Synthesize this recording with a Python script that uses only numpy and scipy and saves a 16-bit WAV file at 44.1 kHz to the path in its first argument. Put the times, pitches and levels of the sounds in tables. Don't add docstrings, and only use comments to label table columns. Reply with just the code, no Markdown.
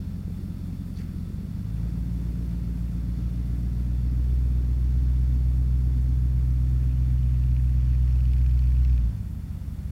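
import sys
import numpy as np
from scipy import signal
from scipy.fft import rfft, irfft
from scipy.io import wavfile

SR = 44100
rng = np.random.default_rng(int(sys.argv[2]) if len(sys.argv) > 2 else 0)


def log_audio(samples):
    frames = np.atleast_2d(samples).T
    limited = np.clip(frames, -1, 1)
    pcm = np.round(limited * 32767).astype(np.int16)
    wavfile.write(sys.argv[1], SR, pcm)


def volts_from_db(level):
    exponent = np.asarray(level, float) / 20
    return 10 ** exponent


N = 437031

# pitch_hz, level_db (per Hz)
HISS = [(2940, -23), (5000, -16), (6100, -14), (6630, -5.5), (10000, -4), (11900, -4), (15200, -4.5),
        (16000, -7)]
HISS_DB = -62.5
# pitch_hz, level_db
WHINE = [(13749, -87)]

# start_s, level_db
HITCH_RATTLE = [
    (.92, -71),
    (.95, -68),
    (.97, -50.5),
    (1.0, -58.5),
    (1.035, -63),
    (1.05, -75),
]
# pitch_hz, width_hz, level_db
HITCH_RING = [(4500, 250, 2), (3450, 400, -9), (5600, 700, -14), (2000, 1000, -1)]

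# pitch_hz, level_db (per Hz)
CLATTER = [(500, 2), (800, -2), (1300, -4), (2000, -6), (2800, -9.5), (4000, -19.5), (6000, -13.5),
           (8000, -25.5)]
# pitch_hz, width_hz, level_db
BLOCK_PANELS = [(1320, 79, 2), (3493, 176, 0), (4420, 440, -2), (5450, 270, -4.5)]
CLATTER_DB, CLATTER_LOAD_DB = -60.5, 2.1
IDLE_PANELS_DB, FACING_PANELS_DB = 2.5, -1.5

# pitch_hz, width_hz, level_db
KNOCK_RING = [(1800, 450, -5), (2500, 260, 1), (2950, 350, -6), (4450, 300, -8), (5300, 500, -10)]
KNOCK_CYLINDERS_DB = [0, -9, -3.5, -2, -8, -4, -7, -3.5]
KNOCK_REST_DB, KNOCK_BITE_DB, KNOCK_PEAK_DB = -80, -69, -62.3

# pitch_hz, width_hz, level_db
TAILPIPE = [(243.5, 48, 1.5), (278.4, 27, 2.5), (337, 63, -6.5), (413, 128, -14)]
RASP_DB, RASP_FADE_DB_PER_S, RASP_STRAIN_DB = -47, -0.75, -8

# pitch_hz, level_db (per Hz)
ROAR = [(20, -10), (30, -6), (50, -8), (75, -2), (100, -1), (150, -4), (200, -4), (270, -7), (340, -14),
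        (450, -20), (600, -26), (800, -33), (1100, -45)]
ROAR_DB, ROAR_LOAD_DB, ROAR_TURN_DB = -48, 3.5, -4

# start_s, firing_rate_hz, exhaust_tone_db
RUN = [(0, 44.1, -39.6), (.9, 44.7, -39.6), (1.1, 41.5, -40), (1.3, 45.6, -39.7), (1.6, 50.3, -42),
       (1.76, 54.7, -30.5), (1.96, 57.6, -30.3), (2.9, 57.4, -29.8), (3.8, 59.8, -26.8), (4.38, 62.2, -22),
       (4.62, 61.2, -23.8), (5.0, 62.4, -21.8), (7.0, 62.9, -23), (8.93, 62, -19.2), (9.07, 56.3, -22.5),
       (9.16, 51.9, -37.5), (9.4, 45.2, -42), (9.91, 46.1, -40.3)]
# firing_rate_hz, second_db, third_db, fourth_db
OVERTONES = [(44.2, -36, -43, -41.5), (46.8, -40, -43.5, -44.5), (51.2, -34, -44.5, -42.5),
             (55.2, -34, -35.5, -56), (57.6, -37.5, -36, -84), (60, -33, -40, -73), (61.1, -32.5, -46, -46),
             (61.6, -33, -52.5, -59), (62.9, -30, -48, -50)]
# eighth (order modulo 8), idle_db, speeding_up_db,
# light_pull_db, full_pull_db
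BURBLE = [(1, -33, -25, -17, -17), (2, -28, -29, -21, -19), (3, -19, -13, -12, -17),
          (4, -30, -23, -18, -19), (5, -19, -17, -11, -11), (6, -30, -24, -25, -22),
          (7, -26, -23, -20, -21)]
PULL_HZ = [45, 49.5, 57.5, 62]
CYLINDERS = [
    [.89, 1.14, .75, 1.21, 1.11, .86, 1.2, .79],
    [.64, .95, 1.2, .86, 1.36, 1.05, .87, 1.14],
]
# pitch_hz, idle_db, load_db
PIPE = [(28, -54, -58), (62, -25, -24), (85, -29, -35), (115, -36, -28), (150, -31, -35), (175, -22, -34),
        (205, -28, -40), (330, -61, -49)]
MUFFLER_HZ, MUFFLER_WIDTH_HZ = 162, 12
LEAN, FACING_LEAN = 2.2, .65
FACING_DB = 2.5
TURN_TILT_DB, COAST_TILT_DB, COAST_BOOST_DB = -1.5, -3, 2.5
BOOM_HZ, BOOM_WIDTH_HZ = 177.7, 20
BOOM_SHADOW_DB, BURBLE_SHADOW_DB = -9, -6.5

IDLE_HZ, PULLING_HZ = 46, 56
TURN_FROM_S, TURN_TO_S = 5.0, 8.6
FACING_S, FACING_WIDTH_S = 7.68, 1.57
STRAIN_S, BITE_S, BUILD_S = 6.6, .25, 1.5
LIFT_S, LET_GO_S = 8.98, .1


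def rms_one(x):
    return x / np.sqrt(np.mean(x ** 2) + 1e-20)


def in_time(rows):
    s, *columns = np.transpose(rows)
    return [np.interp(np.arange(N) / SR, s, c) for c in columns]


def drift(rate, count=1):
    r = np.exp(-80 * np.pi * rate / SR)
    white = rng.standard_normal((count, N // 40 + 2002))
    slow = signal.lfilter([1], [1, -2 * r, r * r], white)[:, 2000:]
    return np.array([np.interp(np.arange(N) / 40, np.arange(len(v)), rms_one(v)) for v in slow])


def coloured(points):
    hz, db = np.transpose(points)
    grid = np.arange(1, N // 2 + 2) * SR / N
    shape = np.interp(np.log(grid), np.log(hz), db, left=-70, right=-70)
    return rms_one(irfft(rfft(rng.standard_normal(N)) * volts_from_db(shape), N))


def resonate(x, peaks):
    out = 0
    for k, (hz, width, db) in enumerate(peaks):
        r = np.exp(-np.pi * width / SR)
        b = (1 - r * r) / 2 * np.array([1, 0, -1])
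        a = [1, -2 * r * np.cos(2 * np.pi * hz / SR), r * r]
        out = out + (-1) ** k * volts_from_db(db) * signal.lfilter(b, a, x + 1e-18)
    return out


def microphone():
    whine = sum(volts_from_db(db) * np.sin(2 * np.pi * hz * np.arange(N) / SR) for hz, db in WHINE)
    hiss = coloured([(300, 12.8), *HISS[1:]])
    wander_db = 0.38 * drift(3.6)[0] + 0.43 * drift(14)[0]
    return volts_from_db(HISS_DB) * hiss * volts_from_db(wander_db) + whine


def hitch():
    contacts = rng.random(N) < 4000 / SR
    grains = contacts * volts_from_db(3.0 * rng.exponential(1, N)) * rng.choice([-1, 1], N)
    level_db, = in_time([(0, -120), *HITCH_RATTLE, (1.1, -120)])
    links = volts_from_db(level_db) * resonate(grains, HITCH_RING[:3])
    clunk = np.roll(volts_from_db(level_db), round(.022 * SR)) * resonate(grains, HITCH_RING[3:])
    return (links + clunk) / np.std(resonate(grains, HITCH_RING))


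def clatter(firings, db, panels_db):
    pulse = 1 + 0.35 * np.exp(-6 * ((firings + .25) % 1))
    white = rng.standard_normal(N)
    panels = rms_one(resonate(white, BLOCK_PANELS))
    body = coloured(CLATTER) + volts_from_db(-7 + panels_db) * panels
    return volts_from_db(db) * rms_one(pulse * volts_from_db(0.42 * drift(4.5)[0]) * body)


def knock(firings, db):
    cylinder = np.floor(firings - .25).astype(int)
    fired = np.diff(cylinder, prepend=cylinder[0]) > 0
    out = 0
    for peak in KNOCK_RING:
        size_db = np.array(KNOCK_CYLINDERS_DB)[cylinder % 8] + 2.0 * rng.standard_normal(N)
        decay = signal.lfilter([1], [1, -.989], fired * volts_from_db(size_db))
        burst = decay * rng.standard_normal(N)
        bright_db = 2 * np.clip(db + 62.5, -4, 1) * (peak[0] > 4000)
        out = out + volts_from_db(bright_db) * resonate(burst, [peak])
    return volts_from_db(db) * rms_one(out)


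def rasp(firings, db):
    fired = np.diff(np.floor(firings), prepend=np.floor(firings[0])) > 0
    rings = 0
    for hz, width, level_db in TAILPIPE:
        kicks = fired * rng.standard_normal(N)
        once = resonate(kicks, [(hz, width, level_db)])
        rings = rings + resonate(once, [(hz, width, 0)])
    return volts_from_db(db) * rms_one(rings)


def roar(firings, db):
    puff = 1 + 0.13 * np.cos(2 * np.pi * firings)
    return volts_from_db(db) * rms_one(puff * coloured(ROAR))


def late(hz):
    return 1.7 / (1 + np.exp((MUFFLER_HZ - hz) / MUFFLER_WIDTH_HZ))


def hidden(hz, turn):
    return turn * np.exp(-((hz - BOOM_HZ) / BOOM_WIDTH_HZ) ** 2)


def passed(hz, load):
    pipe_hz, idle_db, load_db = np.transpose(PIPE)
    at_idle = np.interp(np.log(hz), np.log(pipe_hz), idle_db)
    at_load = np.interp(np.log(hz), np.log(pipe_hz), load_db)
    return (1 - load) * at_idle + load * at_load


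def exhaust(firings, rate_hz, tone_db, load, turn, facing):
    step = slice(None, None, 10)
    rate, load, turn, facing = rate_hz[step], load[step], turn[step], facing[step]
    angle = 2 * np.pi * firings[step]
    lean = LEAN + FACING_LEAN * facing

    speeds, *levels = np.transpose(OVERTONES)
    second, *upper = [np.interp(rate, speeds, db) for db in levels]
    tones_db = [tone_db[step], second + FACING_DB * facing]
    tones_db += [db + BOOM_SHADOW_DB * hidden(k * rate, turn) for k, db in enumerate(upper, 3)]
    wobble = drift(11.0, count=4)[:, step]
    out = 0
    for k, db in enumerate(tones_db, 1):
        level = volts_from_db(db + .25 * k * wobble[k - 1])
        out = out + level * np.cos(k * angle - lean - late(k * rate))

    pattern = np.angle(np.fft.fft(CYLINDERS))
    flutter = drift(4.3, count=6)[:, step]
    orders = [order for order in range(5, 44) if order % 8]
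    paths = 1.3 * rng.standard_normal(len(orders))
    coast = turn * (1 - load)
    for k, order in enumerate(orders):
        hz = order * rate / 8
        db = np.interp(rate, PULL_HZ, BURBLE[order % 8 - 1][1:]) + passed(hz, load)
        db += COAST_BOOST_DB * coast + BURBLE_SHADOW_DB * (1 - load) * hidden(hz, turn)
        db += (TURN_TILT_DB * turn + COAST_TILT_DB * coast) * np.log2(order / 16)
        stack = np.interp(rate, PULL_HZ[::2], pattern[:, order % 8]) + paths[k] - late(hz)
        phase = order * angle / 8 + stack - lean + .4 * flutter[(k + 3) % 6]
        out += volts_from_db(db + 1.2 * flutter[k % 6]) * np.cos(phase)
    return np.sqrt(2) * signal.resample_poly(out, 10, 1, padtype="line")[:N]


def controls(rate_hz):
    s = np.arange(N) / SR
    load = np.clip((rate_hz - IDLE_HZ) / (PULLING_HZ - IDLE_HZ), 0, 1)
    turn = np.interp(s, [TURN_FROM_S, TURN_TO_S], [0, 1])
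    facing = np.exp(-((s - FACING_S) / FACING_WIDTH_S) ** 2)
    bitten_s, let_go_s = STRAIN_S + BITE_S, LIFT_S + LET_GO_S
    strain = np.interp(s, [bitten_s, bitten_s + BUILD_S, LIFT_S, let_go_s], [0, 1, 1, 0])
    bite = np.interp(s, [STRAIN_S, bitten_s, LIFT_S, let_go_s], [0, 1, 1, 0])
    return load, turn, facing, strain, bite


def scene():
    rate_hz, tone_db = in_time(RUN)
    load, turn, facing, strain, bite = controls(rate_hz)
    firings = np.cumsum(rate_hz) / SR - .3

    panels_db = IDLE_PANELS_DB * (1 - load) * (1 - turn) + FACING_PANELS_DB * facing
    knock_db = KNOCK_REST_DB + (KNOCK_BITE_DB - KNOCK_REST_DB) * bite
    knock_db += (KNOCK_PEAK_DB - KNOCK_BITE_DB) * strain
    rasp_db = RASP_DB + RASP_FADE_DB_PER_S * np.arange(N) / SR + RASP_STRAIN_DB * strain

    mix = microphone() + hitch()
    mix += clatter(firings, CLATTER_DB + CLATTER_LOAD_DB * load, panels_db)
    mix += knock(firings, knock_db)
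    mix += rasp(firings, rasp_db)
    mix += roar(firings, ROAR_DB + ROAR_LOAD_DB * load + ROAR_TURN_DB * turn)
    mix += exhaust(firings, rate_hz, tone_db, load, turn, facing)
    return mix[None]


def band_limit(x):
    return signal.sosfilt(signal.butter(12, 16250, fs=SR, output="sos"), x)


def record(dry):
    from_edge = np.minimum(np.arange(N), N - 1 - np.arange(N))
    ends = np.clip(from_edge / (.003 * SR), 0, 1)
    return band_limit(dry * ends ** 2 * (3 - 2 * ends))


dry = scene()
out = record(dry)
log_audio(out)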